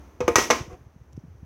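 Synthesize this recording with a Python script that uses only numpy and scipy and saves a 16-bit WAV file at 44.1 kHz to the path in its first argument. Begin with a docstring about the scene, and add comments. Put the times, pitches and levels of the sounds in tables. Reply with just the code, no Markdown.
"""A tin case is put down on a wooden table, heard close by on one microphone in a small room.
Its corner and edge land with two hollow knocks, then it falls flat in two bright clattering slaps
as the lid rattles; each contact rings the panels, the sheet metal and, briefly, the microphone port.
Fingers brush off the lid; soft handling bumps and a few ticks sit over quiet room noise."""
import sys
import numpy as np
from scipy import signal
from scipy.fft import irfft
from scipy.io import wavfile

SR = 44100
rng = np.random.default_rng(int(sys.argv[2]) if len(sys.argv) > 2 else 0)


def to_wav(s):
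    """Save 16-bit WAV."""
    ch = np.atleast_2d(s).T  # columns
    pcm = np.round(np.clip(ch, -1, 1) * 32767)  # PCM
    wavfile.write(sys.argv[1], SR, pcm.astype(np.int16))


N = 63945


def amp(db):
    """Decibels to gain."""
    return 10 ** (np.asarray(db) / 20)


def curve_at(points, hz):
    """Reads a curve on a log-frequency axis."""
    points_hz, values = np.transpose(points)
    return np.interp(np.log(hz + 1), np.log(points_hz + 1), values)


def add(mix, start_s, sound):
    """Mixes a sound in at its start time."""
    part = mix[round(start_s * SR):][:len(sound)]
    part += sound[:len(part)]


def noise(colour, size):
    """Noise of rms 1 with a given spectral shape."""
    hz = np.fft.rfftfreq(size, 1 / SR)
    phases = np.exp(2j * np.pi * rng.random(len(hz)))
    x = irfft(amp(curve_at(colour, hz)) * phases, size)
    return x / np.std(x)


def tint(x, colour, size=4096):
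    """Minimum-phase filter with a given gain curve."""
    hz = abs(np.fft.fftfreq(size, 1 / SR))
    log_gain = np.log(amp(curve_at(colour, hz)))
    response = np.exp(np.conj(signal.hilbert(log_gain)))
    taps = np.fft.ifft(response).real[:size // 2]
    return signal.fftconvolve(x, taps)[:len(x)]


def swell(u):
    """Rises to 1 at u = 1, then dies away."""
    return u * np.exp(1 - u)


# Spectrum of the room tone: frequency_hz, relative_db
ROOM_TONE_COLOUR = [(20, -33.5), (32, -20.5), (48, -0.5), (72, 9), (110, -10), (180, -11), (330, -11),
                    (600, -17), (1200, -21.5), (2200, -29.5), (4000, -39.5), (5200, -38.5), (6100, -31),
                    (7500, -47), (15500, -44.5)]
# Its level at the microphone: time_s, level_db
ROOM_TONE_LEVELS = [(0, -45), (0.199, -50.5), (0.701, -47.5), (0.899, -54.5), (1.45, -53.5)]
def room_tone():
    """Quiet rumble and hiss of the room, drifting in level."""
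    level_db = np.interp(np.arange(N) / SR, *np.transpose(ROOM_TONE_LEVELS))
    return amp(level_db) * noise(ROOM_TONE_COLOUR, N)


# Soft handling of the microphone: peak_s, level_db, pitch_hz, width_s
BUMPS = [(.01, -48, 70, 0.0048), (0.195, -42, 80, 0.0055), (.213, -29.5, 126, 0.0092),
         (0.245, -28, 76, 0.0087), (0.31, -32.5, 72, .012), (0.365, -22, 91, 0.0023),
         (.415, -39, 56.5, 0.032), (0.55, -39.5, 71, 0.033), (0.613, -24.5, 112, 0.0058),
         (0.682, -33.5, 127, 0.004), (0.734, -34, 80, 0.0054), (0.817, -43.5, 127.5, 0.012),
         (0.869, -36.5, 94.2, 0.0065), (.964, -38, 150.3, .0035), (1.017, -38, 110, 0.0065),
         (1.138, -42.5, 130.6, 0.0083), (1.154, -39.5, 84.9, 0.011), (1.1783, -25, 167.6, 0.0018),
         (1.185, -33, 110, .008), (1.24, -36, 203, 0.0033), (1.252, -39, 150.8, 0.0067),
         (1.283, -36.5, 129, 0.0044), (1.315, -39.5, 85, 0.024), (1.354, -39.5, 99.9, 0.0092),
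         (1.432, -30, 120, 0.0028), (1.445, -38.5, 85, 0.011)]
def handling_bump(peak_s, level_db, pitch_hz, width_s):
    """Handling gives a dull, low push that swells and dies away."""
    t = np.arange(N) / SR - peak_s
    envelope = np.exp(1 - np.hypot(1, 2 * t / width_s))
    return amp(level_db) * envelope * np.cos(2 * np.pi * pitch_hz * t)


# Spectrum of the clatter's crowded, short-lived resonances: frequency_hz, relative_db
TIN_COLOUR = [(40, -27), (100, -9), (190, -10.5), (340, 0.5), (600, -4), (750, -6), (1150, -0.5),
              (1650, -8.5), (2250, -6.5), (3000, -14), (4500, -19), (5500, -11.5), (6250, -9.5),
              (6900, -17.5), (8500, -26), (15500, -32)]
def tin_strike(t, contact_db, contact_hz):
    """Each contact gives a push and a crack, and sets off a brief shrill ring in the microphone port."""
    push_rise_cycles, mic_ring_hz, mic_ring_rise_s = 0.45, 6080, 0.0008
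    crack_t60_s, sheet_t60_s, sheet_rise_s = 0.0045, 0.057, 0.0012
    push = -amp(-6) * swell(t * contact_hz / push_rise_cycles) * np.sin(2 * np.pi * contact_hz * t)
    mic_ring = amp(-18) * swell(t / mic_ring_rise_s) * np.sin(2 * np.pi * mic_ring_hz * t)
    crack = amp(-13 - 60 * t / crack_t60_s) * noise(TIN_COLOUR, len(t))
    sheet_envelope = amp(-4.5 - 60 * t / sheet_t60_s) * (1 - np.exp(-t / sheet_rise_s))
    sheet = sheet_envelope * noise(TIN_COLOUR, len(t))  # the thin metal rings on after the crack
    return amp(contact_db) * (push + mic_ring + crack) + sheet


# Parts of the case that land, in the order of the level columns below
SPOTS = ["corner", "edge", "rim", "face"]
# Panel modes of the case: pitch_hz, t60_s, corner_db, edge_db, rim_db, face_db
PANEL_MODES = [(233.3, 0.23, -22, -22.5, -13, -12.5), (307.6, 0.16, -24, -15.5, -16, -8.5),
               (353.6, .13, -27.5, -12.5, -4, -8.5), (401, 0.057, 1, -10, -7, -13.5),
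               (469.3, 0.14, -19.5, -1, -5.5, -8), (493.4, 0.15, 1, -10, -9.5, -4.5),
               (548, 0.095, -26.5, -21, -13, -5), (639, 0.18, -25, -24, -15, -8),
               (694.4, .25, -25, -16, -15, -17.5), (877.4, .2, -17, -15, -11.5, -22),
               (941, 0.32, -22.5, -23, -10.5, -21), (1051, 0.3, -24, -18, -18.5, -9.5),
               (1168, .1, -23, -26.5, -10, -9.5), (1228, 0.1, -15, -5, -13.5, -11.5),
               (1280, 0.31, -28.5, -27, -14, -18.5), (1449, .25, -30.5, -27, -17, -24),
               (1663, .17, -31.5, -28.5, -22, -17.5), (1914, 0.26, -34.5, -27.5, -6, -24.5),
               (2175, 0.072, -19.5, -18.5, -23.5, -3.5), (2510, .17, -21.5, -23.5, -24, -19.5),
               (6030, 0.33, -32.5, -26.5, -20.5, -24)]
def panel_ring(t, spot, rise_s=0.0027):
    """The panels ring in decaying modes; the spot that lands sets how strongly each one sounds."""
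    ring = np.zeros(len(t))
    for k, (pitch_hz, t60_s, *spot_db) in enumerate(PANEL_MODES):
        envelope = amp(spot_db[SPOTS.index(spot)] - 60 * t / t60_s)
        ring += (-1) ** k * envelope * np.sin(2 * np.pi * pitch_hz * t)
    return ring * (1 - np.exp(-t / rise_s))


# Decay of the small room: frequency_hz, t60_s
ROOM_DECAY = [(100, 0.58), (400, 0.3946), (1200, 0.22), (3000, 0.2991), (6200, 0.2767), (14000, 0.302)]
# Colour of its reflections at the microphone: frequency_hz, gain_db
ROOM_COLOUR = [(100, -1.3), (400, -0.91), (1200, -1), (3000, 0), (6200, 0), (14000, 0.91)]
def room_tail(t, rise_s=0.025):
    """The room scatters the clatter, each band dying at its own speed."""
    hz, frame_s, bands = signal.stft(noise(TIN_COLOUR, len(t)), SR, nperseg=512)
    decay_db = 60 * frame_s / curve_at(ROOM_DECAY, hz)[:, None]
    bands = bands * amp(curve_at(ROOM_COLOUR, hz)[:, None] - decay_db)
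    tail = signal.istft(bands, SR)[1][:len(t)]
    return amp(-12) * (1 - np.exp(-t / rise_s)) * tail


# Bands of a knock (thud, two held flat, clang, clank, shrill, sizzle): frequency_hz
KNOCK_BANDS_HZ = [100, 300, 560, 1150, 2300, 5800, 10000]
# The case landing on the table, near the microphone: start_s, spot, level_db, contact_db, contact_hz,
# thud_db, clang_db, clank_db, shrill_db, sizzle_db, panels_db, room_db (all levels are relative)
KNOCKS = [(.2051, "corner", -16, 2, 560, 5, -2, -5.5, -8, -12.5, 10, -2),
          (.2786, "edge", -9.5, -1.5, 889, -10.5, -5.5, 0, -16.5, -12.5, 10.5, -5.5),
          (0.2801, "edge", -9, 10, 403, -7, -14.5, -6.5, -10, -5, -14, -3),
          (0.3572, "rim", -13, 12.5, 1025, 7, 8.5, 10.5, 9.5, 11, 3.5, 2),
          (0.3594, "rim", -24, 15.5, 480, 3.5, -1.5, -2, 17.5, 14.5, -5.5, 2),
          (.3695, "rim", -22, -8.5, 795, -6, -2.5, 2, 12, 3, 1.5, 10.5),
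          (0.3828, "face", -11, 10, 386.2, -11.5, 1, -0.5, -0.5, 0.5, -13, 2),
          (.3905, "face", -20, 10, 1010, -7, 4.5, -7.5, -3, -2, -11.5, -2),
          (0.5025, "face", -7, 6.5, 745, -8.5, 3.5, 2.5, -2, -4, 1.5, -1),
          (0.5067, "face", -9.5, 2, 522, -6, 3, 5.5, 8, 1.5, -1, -4)]
def knock(spot, level_db, contact_db, contact_hz,
          thud_db, clang_db, clank_db, shrill_db, sizzle_db, panels_db, room_db):
    """One contact sets off the sheet metal, the panels and the room, with a colour of its own."""
    t = np.arange(SR * 3 // 4) / SR
    strike = tin_strike(t, contact_db, contact_hz)
    panels = amp(panels_db - 11) * panel_ring(t, spot)
    reflections = amp(room_db) * room_tail(t)
    colour = list(zip(KNOCK_BANDS_HZ, [thud_db, 0, 0, clang_db, clank_db, shrill_db, sizzle_db]))
    return amp(level_db) * tint(strike + panels + reflections, colour)


# Spectrum of skin sliding on tin: frequency_hz, relative_db
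RUB_COLOUR = [(100, 3.5), (300, -6.5), (360, 2), (410, -6.5), (490, 6.5), (620, -19), (720, 6), (810, -16),
              (1120, -4.5), (1600, -17.5), (2500, -16), (4000, -38), (6200, -21), (8000, -37), (15000, -46)]
# Tones of the lid under the fingers: pitch_hz, relative_db
LID_TONES = [(362, 3), (722, -2.5)]
# Fingers leaving the case on the table: start_s, length_s, level_db
RUBS = [(0.699, 0.033, -43), (0.719, 0.041, -44.5)]
def finger_rub(length_s, level_db):
    """Skin slides over the hollow case; the friction eases as the lid's hum grows."""
    t = np.arange(0, length_s, 1 / SR)
    progress = t / length_s
    hum = sum(amp(db) * np.sin(2 * np.pi * (hz * t + rng.random())) for hz, db in LID_TONES)
    friction = noise(RUB_COLOUR, N)[:len(t)]
    envelope = np.sqrt(abs(np.sin(np.pi * progress)))
    return amp(level_db) * envelope * (friction * (1 - progress / 2) + hum * progress)


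# Spectrum of a tick: frequency_hz, relative_db
TICK_COLOUR = [(300, 16), (1200, -9), (2200, 0), (4000, -8.5), (5900, 8.5), (7500, -12), (10000, -12),
               (15000, -27)]
# Ticks, faint at the microphone: start_s, level_db, t60_s
TICKS = [(.731, -48, .012), (1.1265, -55, .008), (1.1311, -40.5, 0.0066), (1.166, -54, 0.0095),
         (1.170, -50.5, 0.011), (1.192, -66, .12)]
def tick(level_db, t60_s):
    """A tiny dry click or scuff: a burst of noise that dies quickly."""
    t = np.arange(SR // 10) / SR
    return amp(level_db - 60 * t / t60_s) * noise(TICK_COLOUR, len(t))


def scene():
    """The case, the hand and the room at one microphone."""
    mix = room_tone() + sum(handling_bump(*row) for row in BUMPS)
    for source, events in ((knock, KNOCKS), (finger_rub, RUBS), (tick, TICKS)):
        for start_s, *settings in events:
            add(mix, start_s, source(*settings))
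    return mix[None]


def record(dry):
    """The microphone channel overloads softly on the loudest peaks, then trims lows and top treble."""
    ceiling, low_cut_hz, high_cut_hz = 1.1, 42, 15950
    squeezed = dry / (1 + (dry / ceiling) ** 4) ** (1 / 4)
    low_cut = signal.butter(2, low_cut_hz, "high", fs=SR, output="sos")
    high_cut = signal.firwin(401, high_cut_hz, window=("kaiser", 9), fs=SR)
    return signal.oaconvolve(signal.sosfilt(low_cut, squeezed), high_cut[None], "same")


dry = scene()
out = record(dry)
to_wav(out)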